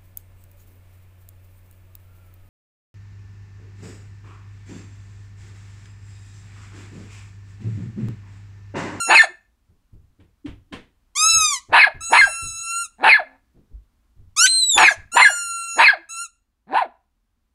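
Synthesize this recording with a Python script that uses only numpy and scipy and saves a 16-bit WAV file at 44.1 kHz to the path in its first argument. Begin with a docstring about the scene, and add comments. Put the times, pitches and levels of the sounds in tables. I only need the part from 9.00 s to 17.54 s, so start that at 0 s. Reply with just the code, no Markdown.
"""A squeaky ball whines softly as it refills, and at once a small terrier on a bed yaps at it. The dog
huffs, yaps six more times and ends on a soft woof, while a hand close by squeezes the ball. Each yap
starts as a low rasp of the vocal folds, breaks into a shrill whistle and slides down. The ball's reed,
driven by the airflow, squeals when pressed and whines as air returns. Bedding thumps under them, in a
small furnished bedroom."""
import sys
import numpy as np
from scipy import signal
from scipy.fft import rfft, irfft, next_fast_len
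from scipy.io import wavfile
from scipy.ndimage import uniform_filter1d, minimum_filter1d

SR = 44100
rng = np.random.default_rng(int(sys.argv[2]) if len(sys.argv) > 2 else 0)


def store_wav(level_fs):
    """Save 16-bit WAV to argv[1]."""
    pcm = np.round(np.clip(np.atleast_2d(level_fs), -1, 1) * 32767)
    wavfile.write(sys.argv[1], SR, pcm.T.astype(np.int16))


N = 376613
BAND_LIMIT_HZ = 15750


def amp(db):
    """Amplitude ratio: tenfold for every 20 dB."""
    return 10 ** (np.asarray(db) / 20)


def blend(a, b, u):
    """Linear interpolation from a to b as u goes from 0 to 1."""
    return a + (b - a) * u


def read(points, hz):
    """Interpolation on a log-frequency axis."""
    f, value = np.transpose(points)
    return np.interp(np.log(hz + 1), np.log(f + 1), value)


def curves(rows):
    """Piecewise-linear control: the start time, and each further column at every sample."""
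    times, *columns = np.transpose(rows)
    t = np.arange(times[0], times[-1], 1 / SR)
    return times[0], [np.interp(t, times, column) for column in columns]


def add(mix, s, sound):
    """Superposition: a sound joins the mix at time s."""
    part = mix[max(round(s * SR), 0):][:len(sound)]
    part += sound[:len(part)]


def noise(spectrum, count):
    """Spectral shaping of white noise, scaled to rms 1."""
    size = next_fast_len(count)
    gain = amp(read(spectrum, np.fft.rfftfreq(size, 1 / SR)))
    x = irfft(rfft(rng.standard_normal(size)) * gain, size)[:count]
    return x / np.sqrt(np.mean(x ** 2) + 1e-20)


def wander(hz, count):
    """Low-pass noise: random motion of rms 1, mostly slower than hz."""
    return noise([(hz, 0), (2 * hz, -20), (4 * hz, -80)], count)


def steady(x, size):
    """Division by the running rms evens out the loudness."""
    return x / np.sqrt(abs(uniform_filter1d(x ** 2, size)) + 1e-9)


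def swell(rise, decay):
    """Exponential damping after a smooth rise, one second in all."""
    t = np.arange(SR) / SR
    return np.sin(np.pi / 2 * np.minimum(t / rise, 1)) ** 2 * np.exp(-np.maximum(t - rise, 0) / decay)


def low_cut(x, hz):
    """Radiation efficiency: a small source gives off little bass."""
    return signal.sosfilt(signal.butter(2, hz, "highpass", fs=SR, output="sos"), x)


def partials(hz, body, tilt_db=0, waver_db=0, waver_hz=9, count=15):
    """A harmonic series of rms 1, coloured by a body and tilted per octave; each partial may waver."""
    k = np.arange(1, count + 1)[:, None]
    height = amp(read(body, k * hz) + tilt_db * np.log2(k)) * (k * hz < BAND_LIMIT_HZ + 1000)
    turns = k * np.cumsum(hz) / SR + rng.random((count, 1))
    waver_rates = waver_hz * rng.uniform(.25, 1, (2, count, 1))
    waver_turns = waver_rates * np.arange(len(hz)) / SR + rng.random((2, count, 1))
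    height = height * amp(waver_db * np.sin(2 * np.pi * waver_turns).sum(0))
    return (height * np.sin(2 * np.pi * turns)).sum(0) / np.sqrt((height ** 2).sum(0) / 2)


# background spectrum (frequency [Hz], relative density [dB])
AMBIENT_SPECTRUM = [(12, -31.5), (20, 5.5), (61, 6), (160, -18), (217, -7), (445, -24), (914, -22),
                    (1050, -21), (1880, -27), (5690, -32.5), (15000, -37)]
# its drift (time [s], relative level [dB])
AMBIENT_DRIFT = [(0, 0), (1.5, 1), (4.7, 1), (6.6, 2.5), (7.3, -7), (8.5, -4.5)]
def ambience(level_db=-65.5):
    """Ambient noise: a faint low rumble and hiss that drops away near the end."""
    drift_db = np.interp(np.arange(N) / SR, *np.transpose(AMBIENT_DRIFT))
    return amp(level_db + drift_db) * noise(AMBIENT_SPECTRUM, N)


# decay of the bedroom (frequency [Hz], reverberation time [s])
ROOM_T60 = [(150, .42), (700, .32), (1700, .33), (4000, .3), (8000, .28), (15000, .18)]
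# reflections from near surfaces and the far wall, for each source (delay [s], gain [dB])
DOG_ECHOES = [(.0012, -26), (.0077, -19.5), (0.0136, -22), (0.0242, -20.5), (0.033, -14.5)]
BALL_ECHOES = [(.00079, -17.5), (.00229, -24), (.004, -24), (.00703, -23), (.00794, -15), (0.0137, -16.5)]
def room(x, echoes, near_db, tail_db, near_decay_s=.006):
    """Reverberation: single echoes, scatter from furniture, and a tail whose treble dies first."""
    n = SR * 2 // 3
    taps = rng.choice([-1., 1.], n) * (rng.random(n) < .1) * (np.arange(n) > 250)
    hz, t, spectra = signal.stft(taps, SR, nperseg=256)
    absorption = amp(-60 * t / read(ROOM_T60, hz)[:, None])
    tail = signal.istft(spectra * absorption, SR, nperseg=256)[1][:n]
    near = taps * rng.choice([-1., 1.], n) * np.exp(-np.arange(n) / SR / near_decay_s)
    response = amp(tail_db) * tail / np.linalg.norm(tail) + amp(near_db) * near / np.linalg.norm(near)
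    for delay, db in echoes:
        response[round(delay * SR)] += amp(db)
    return x + signal.fftconvolve(x, response)[:N]


# spectra of mattress and cover (frequency [Hz], relative density [dB])
MATTRESS = [(20, 0.5), (50, -4.5), (90, 2.5), (140, -12.5), (250, -31.5), (600, -64.5)]
COVER = [(60, -26.5), (150, 5.5), (400, -1), (700, -16), (1500, -32), (5000, -41), (12000, -63.5)]
# shifts of weight (time [s], thump level [dB], rustle level [dB], rise time [s])
THUMPS = [(.68, -54.5, -62.5, 0.029), (.92, -42, -57, 0.021), (1.0, -49, -70, 0.019),
          (1.179, -50.5, -55, .03), (1.471, -35.5, -46.5, 0.017), (1.72, -47, -52, 0.018),
          (2.31, -38.5, -50.5, 0.054), (2.68, -42, -43.5, 0.0175), (2.935, -38.5, -51, 0.016),
          (3.189, -43, -76.5, 0.051), (3.417, -35, -49, 0.0158), (4.53, -56.5, -54.5, 0.0503),
          (4.69, -46.5, -61, .04), (5.15, -44, -63.5, .05), (5.25, -50, -77, .03), (5.74, -39, -63, 0.016),
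          (5.952, -41.5, -59.5, 0.038)]
def bedding(bounce_s=4.725, bounce_hz=51, bounce_db=-34):
    """Impact and friction: weight thumps the mattress and brushes the cover; the springs bounce once."""
    out = np.zeros(N)
    for s, thump_db, rustle_db, rise in THUMPS:
        add(out, s, amp(thump_db) * swell(rise, decay=.06) * steady(noise(MATTRESS, SR), size=1500))
        add(out, s, amp(rustle_db) * swell(rise, decay=.045) * noise(COVER, SR))
    springs = np.sqrt(2) * np.sin(2 * np.pi * bounce_hz * np.arange(SR) / SR)
    add(out, bounce_s, amp(bounce_db) * swell(rise=.029, decay=.032) * springs)
    return out


# spectrum of nasal airflow (frequency [Hz], relative density [dB])
NOSE = [(100, 8.5), (300, 10.5), (700, -0.5), (1300, -3), (2000, 0), (3300, -3.5), (5000, -18),
        (9000, -23.5), (13000, -41)]
# huffs (time [s], air level [dB], grunt level [dB])
HUFFS = [(1.195, -59, -59), (1.454, -40, -26.5), (1.721, -31.5, -39)]
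def huff(s, air_db, grunt_db, grunt_hz=290, lead_s=.012, droop=.08):
    """Turbulence: air puffs through the nose after a few sagging cycles of closed-mouth grunt."""
    out, t = np.zeros(N), np.arange(1500) / SR
    turns = np.cumsum(grunt_hz * (1 + droop * (1 - 2 * t / t[-1]))) / SR
    grunt = np.hanning(len(t)) * np.sqrt(2) * np.sin(2 * np.pi * turns)
    add(out, s - lead_s, amp(grunt_db) * grunt)
    add(out, s, amp(air_db) * swell(rise=.0099, decay=.03524) * noise(NOSE, SR))
    return out


def reed(rows, pipe, gain_db, jitter, hiss_db, sag=0):
    """Self-sustained oscillation: a reed buzzes into its short pipe, hissing more as its pitch moves."""
    attack_s, release_s, sag_s, glide_hiss_db = .005, .019, .0088, 9
    s, (hz, db) = curves(rows)
    n = len(hz)
    t = np.arange(n) / SR
    hz = hz * (1 - sag * np.exp(-t[::-1] / sag_s))  # the pitch sags as the air runs out
    pitch = hz * (1 + jitter * wander(370, n) + .0016 * wander(34, n))
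    octaves_per_s = uniform_filter1d(abs(np.gradient(np.log2(hz))) * SR, size=600)
    hiss_gain = amp(hiss_db + glide_hiss_db * np.minimum(octaves_per_s / 3, 1))
    hiss = hiss_gain * low_cut(noise(pipe, n), hz=1500)
    gate = np.minimum(np.minimum(t / attack_s, t[::-1] / release_s), 1)
    return s, amp(db + gain_db) * gate * (partials(pitch, pipe, waver_db=1.5) + hiss)


# spectrum of the rattling reed (frequency [Hz], relative density [dB])
RATTLE = [(300, -48.5), (1300, -18), (2400, 9.5), (4500, -1), (7000, -10), (10000, -7.5), (14000, -32.5)]
def reed_break(db, length_s):
    """Mode transition: between its two modes the reed rattles for an instant."""
    n = round(length_s * SR)
    return amp(db) * noise(RATTLE, n) * np.hanning(n)


# reed gestures, one curve each (time [s], pitch [Hz], relative level [dB])
SQUEEZES = [
    [(2.151, 1018, -33.5), (2.167, 1115, -21), (2.179, 1198, -20.5), (2.195, 1230, -19),
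     (2.227, 1266, -15.5), (2.299, 1328, -14), (2.367, 1309, -15), (2.457, 1228, -17.5), (2.513, 1172, -22),
     (2.535, 1099, -20), (2.571, 989, -31), (2.581, 993, -34.5), (2.6, 930, -42.5)],
    [(5.362, 1078, -28), (5.38, 1239, -19), (5.398, 1332, -12), (5.444, 1518, -10), (5.468, 1554, -6.5)],
    [(5.777, 1448, -28.5), (5.81, 1375, -18), (5.84, 1330, -28.5), (5.9, 1180, -28.5), (5.95, 967, -36.5)],
]
REFILLS = [
    [(0.0, 1392, -24), (0.048, 1356, -28), (0.11, 1355, -29.5), (0.222, 1404, -29), (0.246, 1310, -36),
     (0.26, 1303, -44.5)],
    [(3.003, 1315, -58.5), (3.009, 1293, -39), (3.027, 1328, -34.5), (3.133, 1350, -28), (3.153, 1343, -30),
     (3.425, 1349, -31), (3.535, 1322, -36), (3.759, 1371, -27), (3.823, 1389, -28), (3.87, 1255, -41.5)],
    [(6.116, 1327, -40), (6.15, 1411, -25), (6.186, 1444, -29.5), (6.428, 1392, -28), (6.488, 1374, -32),
     (6.508, 1368, -30), (6.786, 1355, -34), (6.89, 1230, -55.5)],
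    [(7.088, 1279, -45.5), (7.106, 1335, -37.5), (7.168, 1344, -33), (7.228, 1399, -31),
     (7.264, 1305, -40.5), (7.27, 1318, -38.5)],
]
OVERBLOWN = [(5.457, 2436, -8.5), (5.468, 3857, -21), (5.48, 4067, -16), (5.515, 4127, -15.5),
             (5.595, 4134, -15.5), (5.635, 3940, -16.5), (5.69, 3912, -17), (5.732, 3574, -18),
             (5.775, 3463, -17.5), (5.783, 3000, -8.5)]
# spectral envelope of the reed in each state (frequency [Hz], relative level [dB])
SQUEEZE_PIPE = [(1000, -2.5), (1450, -5), (2600, -6), (3900, -6), (5200, -4), (6600, 2), (7900, -6.5),
                (9300, -9), (10500, -12), (12000, -25), (15500, -44)]
REFILL_PIPE = [(1350, -4.5), (2700, -7.5), (4100, -10), (5450, -15.5), (6800, 0.5), (8200, -5), (9600, -5),
               (10900, -21), (12300, -29), (15000, -31.5)]
OVERBLOWN_PIPE = [(2400, -12), (4000, -1.5), (7200, -1), (8300, -3), (11000, -15.5), (12400, -36),
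                  (15500, -47.5)]
def squeaky_ball():
    """Pressure drives air out through the reed and back; a hard squeeze overblows it to its upper mode."""
    out = np.zeros(N)
    for rows in SQUEEZES:
        add(out, *reed(rows, SQUEEZE_PIPE, gain_db=-1.5, jitter=.0025, hiss_db=-35))
    for rows in REFILLS:
        add(out, *reed(rows, REFILL_PIPE, gain_db=1.5, jitter=.0003, hiss_db=-43.5, sag=.09))
    add(out, *reed(OVERBLOWN, OVERBLOWN_PIPE, gain_db=-1, jitter=.00022, hiss_db=-45))
    add(out, 5.453, reed_break(db=-19, length_s=.024))
    add(out, 5.775, reed_break(db=-11.5, length_s=.0094))
    return out


# muzzle resonances (frequency [Hz], bandwidth [Hz], relative gain [dB])
MUZZLE_MODES = [(380, 130, -8), (723, 160, -10), (946, 120, -3), (1748, 140, 1.5), (2190, 130, -3.5),
                (2574, 160, -4), (3460, 120, -3), (3963, 280, 0.5)]
def muzzle(x, gain_db=-2, direct_db=-1.5):
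    """Resonance: narrow modes ring as the pitch sweeps past; part of the voice passes straight out."""
    rings = sum(amp(db) * signal.lfilter(*signal.iirpeak(hz, hz / width, fs=SR), x)
                for hz, width, db in MUZZLE_MODES)
    return amp(gain_db) * (amp(direct_db) * x + rings)


# the throat's filtering of the overtones (frequency [Hz], gain [dB])
THROAT = [(200, -8), (500, -3), (900, 0), (1250, -5), (1700, 0), (2550, -1), (3050, -17), (3450, -9),
          (3800, -10), (4300, 0), (4750, -10), (5400, -28), (7000, -36), (10000, -20), (13000, -42)]
# breath noise, jaw nearly shut, half open and wide open (frequency [Hz], relative density [dB])
RASP_SHUT = [(100, -24), (250, -12.5), (400, -5.5), (520, -18.5), (760, 11), (1150, -7), (1650, -5),
             (2050, -16), (2500, -14), (3200, -30.5), (4150, -23), (5500, -46.5), (10000, -45.5),
             (13000, -63)]
RASP_HALF = [(100, -50.5), (300, -27), (520, -27.5), (680, -7), (930, 3), (1250, 2.5), (1700, 1),
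             (2150, -12.5), (2750, -1.5), (3500, -15.5), (4200, -18), (5800, -46.5), (10000, -27),
             (13000, -60)]
RASP_WIDE = [(100, -43.5), (520, -36), (690, -24), (1050, -22), (1200, -13), (1700, -2.5), (2500, 6),
             (3300, -19), (4250, -8.5), (5700, -44.5), (8000, -39), (10000, -19.5), (13000, -55)]
def voice(hz, tone_db, rasp_db, gape=0, tilt_db=-14):
    """Source and filter: the folds sing and rasp, and the jaw opens as the pitch climbs."""
    shut_hz, half_hz, wide_hz = 600, 950, 1900  # pitch at each jaw position
    n = len(hz)
    tone_db, rasp_db = uniform_filter1d([tone_db, rasp_db], size=200)
    rasp_share = 1 / (1 + amp(tone_db - rasp_db) ** 2)
    pitch = hz * (1 + .028 * (rasp_share + .05) * wander(220, n))
    tone = partials(pitch, THROAT, tilt_db=tilt_db, count=8)
    half = np.clip((hz - shut_hz) / (half_hz - shut_hz), 0, 1)
    wide = np.clip(np.maximum((hz - half_hz) / (wide_hz - half_hz), gape), 0, 1)
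    air = (np.sqrt(1 - half) * noise(RASP_SHUT, n)
           + np.sqrt(half - wide * half) * noise(RASP_HALF, n)
           + np.sqrt(wide) * noise(RASP_WIDE, n))
    # loose tissue chops the air into puffs: slow and deep in the growl, faster and shallower in the yap
    flutter_hz = np.interp(hz, [200, shut_hz], [120, 240]) * (1 + (.055 + .25 * half) * wander(90, n))
    flutter = .45 * (1.6 - half) * np.cos(2 * np.pi * np.cumsum(flutter_hz) / SR)
    rasp = steady(air * (1 + flutter), size=360)
    return low_cut(amp(tone_db) * tone + amp(rasp_db) * rasp, hz=151)


# faint mutters after some yaps (time [s], duration [s], pitch [Hz], level [dB])
MUTTERS = [(.285, 0.038, 365, -50), (4.231, 0.16, 263.4, -55), (6.968, 0.05, 333, -55.5)]
def mutter(s, length_s, hz, db, rasp_db=-4):
    """Closed-mouth phonation: a short, husky hum."""
    flat = np.ones(round(length_s * SR))
    hum = voice(hz * flat, db * flat, (db + rasp_db) * flat)
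    return s, hum * signal.windows.tukey(len(flat), .5)


# the last call (time [s], pitch [Hz], tone level [dB], rasp level [dB])
WOOF = [(7.665, 161.7, -53.5, -66), (7.728, 305.6, -29.5, -30.5), (7.742, 625, -29, -19),
        (7.756, 788.6, -15, -25), (7.785, 1031, -17, -21), (7.805, 941, -27, -32.5), (7.825, 729, -14, -30),
        (7.842, 556, -37, -56.5), (7.865, 253.7, -47, -60), (7.9, 233, -59, -79)]
def woof():
    """Phonation in one register: a soft arch of pitch that never breaks into the whistle."""
    s, controls = curves(WOOF)
    sound = voice(*controls)
    return s, sound * signal.windows.tukey(len(sound), .06)


# resonances that swell a yap's falling note (pitch [Hz], gain [dB])
FALL_GAIN = [(500, -28.5), (600, -9.5), (740, 3), (850, -7), (1000, -10), (1350, -1), (1650, 9)]
# yaps (bark onset [s], durations of growl, bark, whistle, held note and fall [s],
# pitches of bark, whistle and held note [Hz], levels of growl, bark tone, bark rasp, whistle,
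# held note and fall [dB], jaw opening [0-1], overtone tilt [dB/octave], hoarseness [dB])
YAPS = [(.106, .026, 0.045, 0.04, 0.024, 0.044, 860, 2600, 1806, -28, -13.5, -10.5, -9.5, -9.5, -20, 0.2, -5, -2.5),
        (2.736, 0.029, 0.057, 0.042, 0.015, 0.044, 930, 2600, 1710, -35.5, -14.5, -8.5, -12.5, -8, -21, 0.34, -9.5, 2.5),
        (3.133, 0.025, 0.046, .033, 0.037, 0.051, 924, 2081, 1672, -30, -12, -11, -12.5, -10.5, -27, .5, -10.5, -10),
        (4.043, .046, 0.048, 0.049, 0.026, 0.062, 850, 2540, 1731, -30, -18.5, -11, -10.5, -14.5, -23, .1, -12, -1),
        (5.78, .028, .064, .037, .011, 0.04, 850, 2594, 1677, -31.5, -18.5, -10.5, -11.5, -7, -25, 0.5, -13.5, 0.5),
        (6.17, 0.027, .046, 0.033, 0.029, 0.042, 955.1, 2050, 1718, -33.5, -10.5, -11.5, -10.5, -8.5, -27, 0, -11, -10),
        (6.793, 0.0232, 0.04524, 0.045, 0.025, 0.0554, 910, 2540, 1684, -30.5, -12.5, -11.5, -11.5, -10, -25, 0.4, -7.5, -4)]
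def yap(s, growl_s, bark_s, whistle_s, held_s, fall_s, bark_hz, whistle_hz, held_hz,
        growl_db, bark_db, rasp_db, whistle_db, held_db, fall_db, gape, tilt_db, hoarse_db):
    """Register break: a growl opens into a harsh bark, jumps to a whistle, steps down and falls away."""
    growl_hz, growl_swell_db, growl_rasp_db = 193.1, 23, -2
    open_s, open_hz = .016, 289.7  # the jaw snaps open in this time, from this pitch
    bark_climb, bark_fade_db, rasp_swell_db = 1.07, 4, 5.5
    whistle_end_hz, held_sag, fall_target_hz, fall_rate = 2081, .95, 502, 2.9
    # rasp against tone at the whistle's start and at the ends of whistle, held note and fall
    break_db, step_db, drop_db, end_db = np.add((-4.5, -8, -17.5, -8.5), hoarse_db)
    t = np.arange(-.1, .3, 1 / SR)
    edges = np.cumsum([-growl_s - open_s, growl_s, open_s, bark_s, whistle_s, held_s, fall_s])
    stage = np.searchsorted(edges[1:-1], t)
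    u = np.interp(t, edges, np.arange(len(edges))) - stage  # 0-1 within each stage

    # each stage is (pitch [Hz], tone level [dB], rasp level [dB])
    growling_db = growl_db - growl_swell_db * (1 - u)
    growl = blend(growl_hz, open_hz, u), growling_db, growling_db + growl_rasp_db
    opening_rasp_db = blend(growl_db + growl_rasp_db, rasp_db - rasp_swell_db / 2, u)
    opening = blend(open_hz, bark_hz, u), blend(growl_db, bark_db, u), opening_rasp_db
    bark = bark_hz * bark_climb ** u, bark_db - bark_fade_db * u, rasp_db + rasp_swell_db * (u - .5)
    slip = .5 + .5 * np.tanh((u - .48) / .2)  # the whistle clings, then slips to the next resonance
    whistle = (blend(whistle_hz, whistle_end_hz, slip), np.full_like(u, whistle_db),
               whistle_db + blend(break_db, step_db, u))
    held = held_hz * held_sag ** u, np.full_like(u, held_db), held_db + blend(step_db, drop_db, u)
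    fall_hz = blend(fall_target_hz, held_hz * held_sag, np.exp(-fall_rate * u))
    falling_db = fall_db + read(FALL_GAIN, fall_hz)
    fall = fall_hz, falling_db, np.minimum(falling_db, fall_db) + end_db

    hz, tone, rasp = np.choose(stage, np.array([growl, opening, bark, whistle, held, fall]))
    wobble = 1 + .014 * wander(69.3, len(t))  # the strained voice shakes
    pitch = uniform_filter1d(hz * wobble, size=130)
    gate = np.clip(np.minimum((t - edges[0]) / .0054, (edges[-1] - t) / .0066), 0, 1)
    bark_gape = gape * u * (stage == 2)
    return s + t[0], gate * voice(pitch, tone, rasp, gape=bark_gape, tilt_db=tilt_db)


def scene():
    """Superposition: dog and ball sound in the bedroom, over the bedding and a faint background."""
    dog = np.zeros(N)
    for row in YAPS:
        add(dog, *yap(*row))
    for row in MUTTERS:
        add(dog, *mutter(*row))
    add(dog, *woof())
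    ball = squeaky_ball()
    nose = sum(huff(*row) for row in HUFFS)
    mix = room(muzzle(dog), DOG_ECHOES, near_db=-8, tail_db=-21.5)
    mix += room(ball, BALL_ECHOES, near_db=-6, tail_db=-18.5)
    mix += room(nose, DOG_ECHOES, near_db=-13, tail_db=-16)
    return (mix + bedding() + ambience())[None]


def record(dry, ceiling=.86):
    """Peak limiting: a quick, smooth gain dip holds the loudest peaks; a low-pass limits the band."""
    gain = np.minimum(1, ceiling / (abs(dry) + 1e-9))
    gain = minimum_filter1d(gain, size=161)
    gain = uniform_filter1d(uniform_filter1d(gain, size=81), size=81)
    low_pass = signal.firwin(511, BAND_LIMIT_HZ, window=("kaiser", 9), fs=SR)
    return signal.oaconvolve(dry * gain, low_pass[None], "same")


dry = scene()
out = record(dry)
store_wav(out)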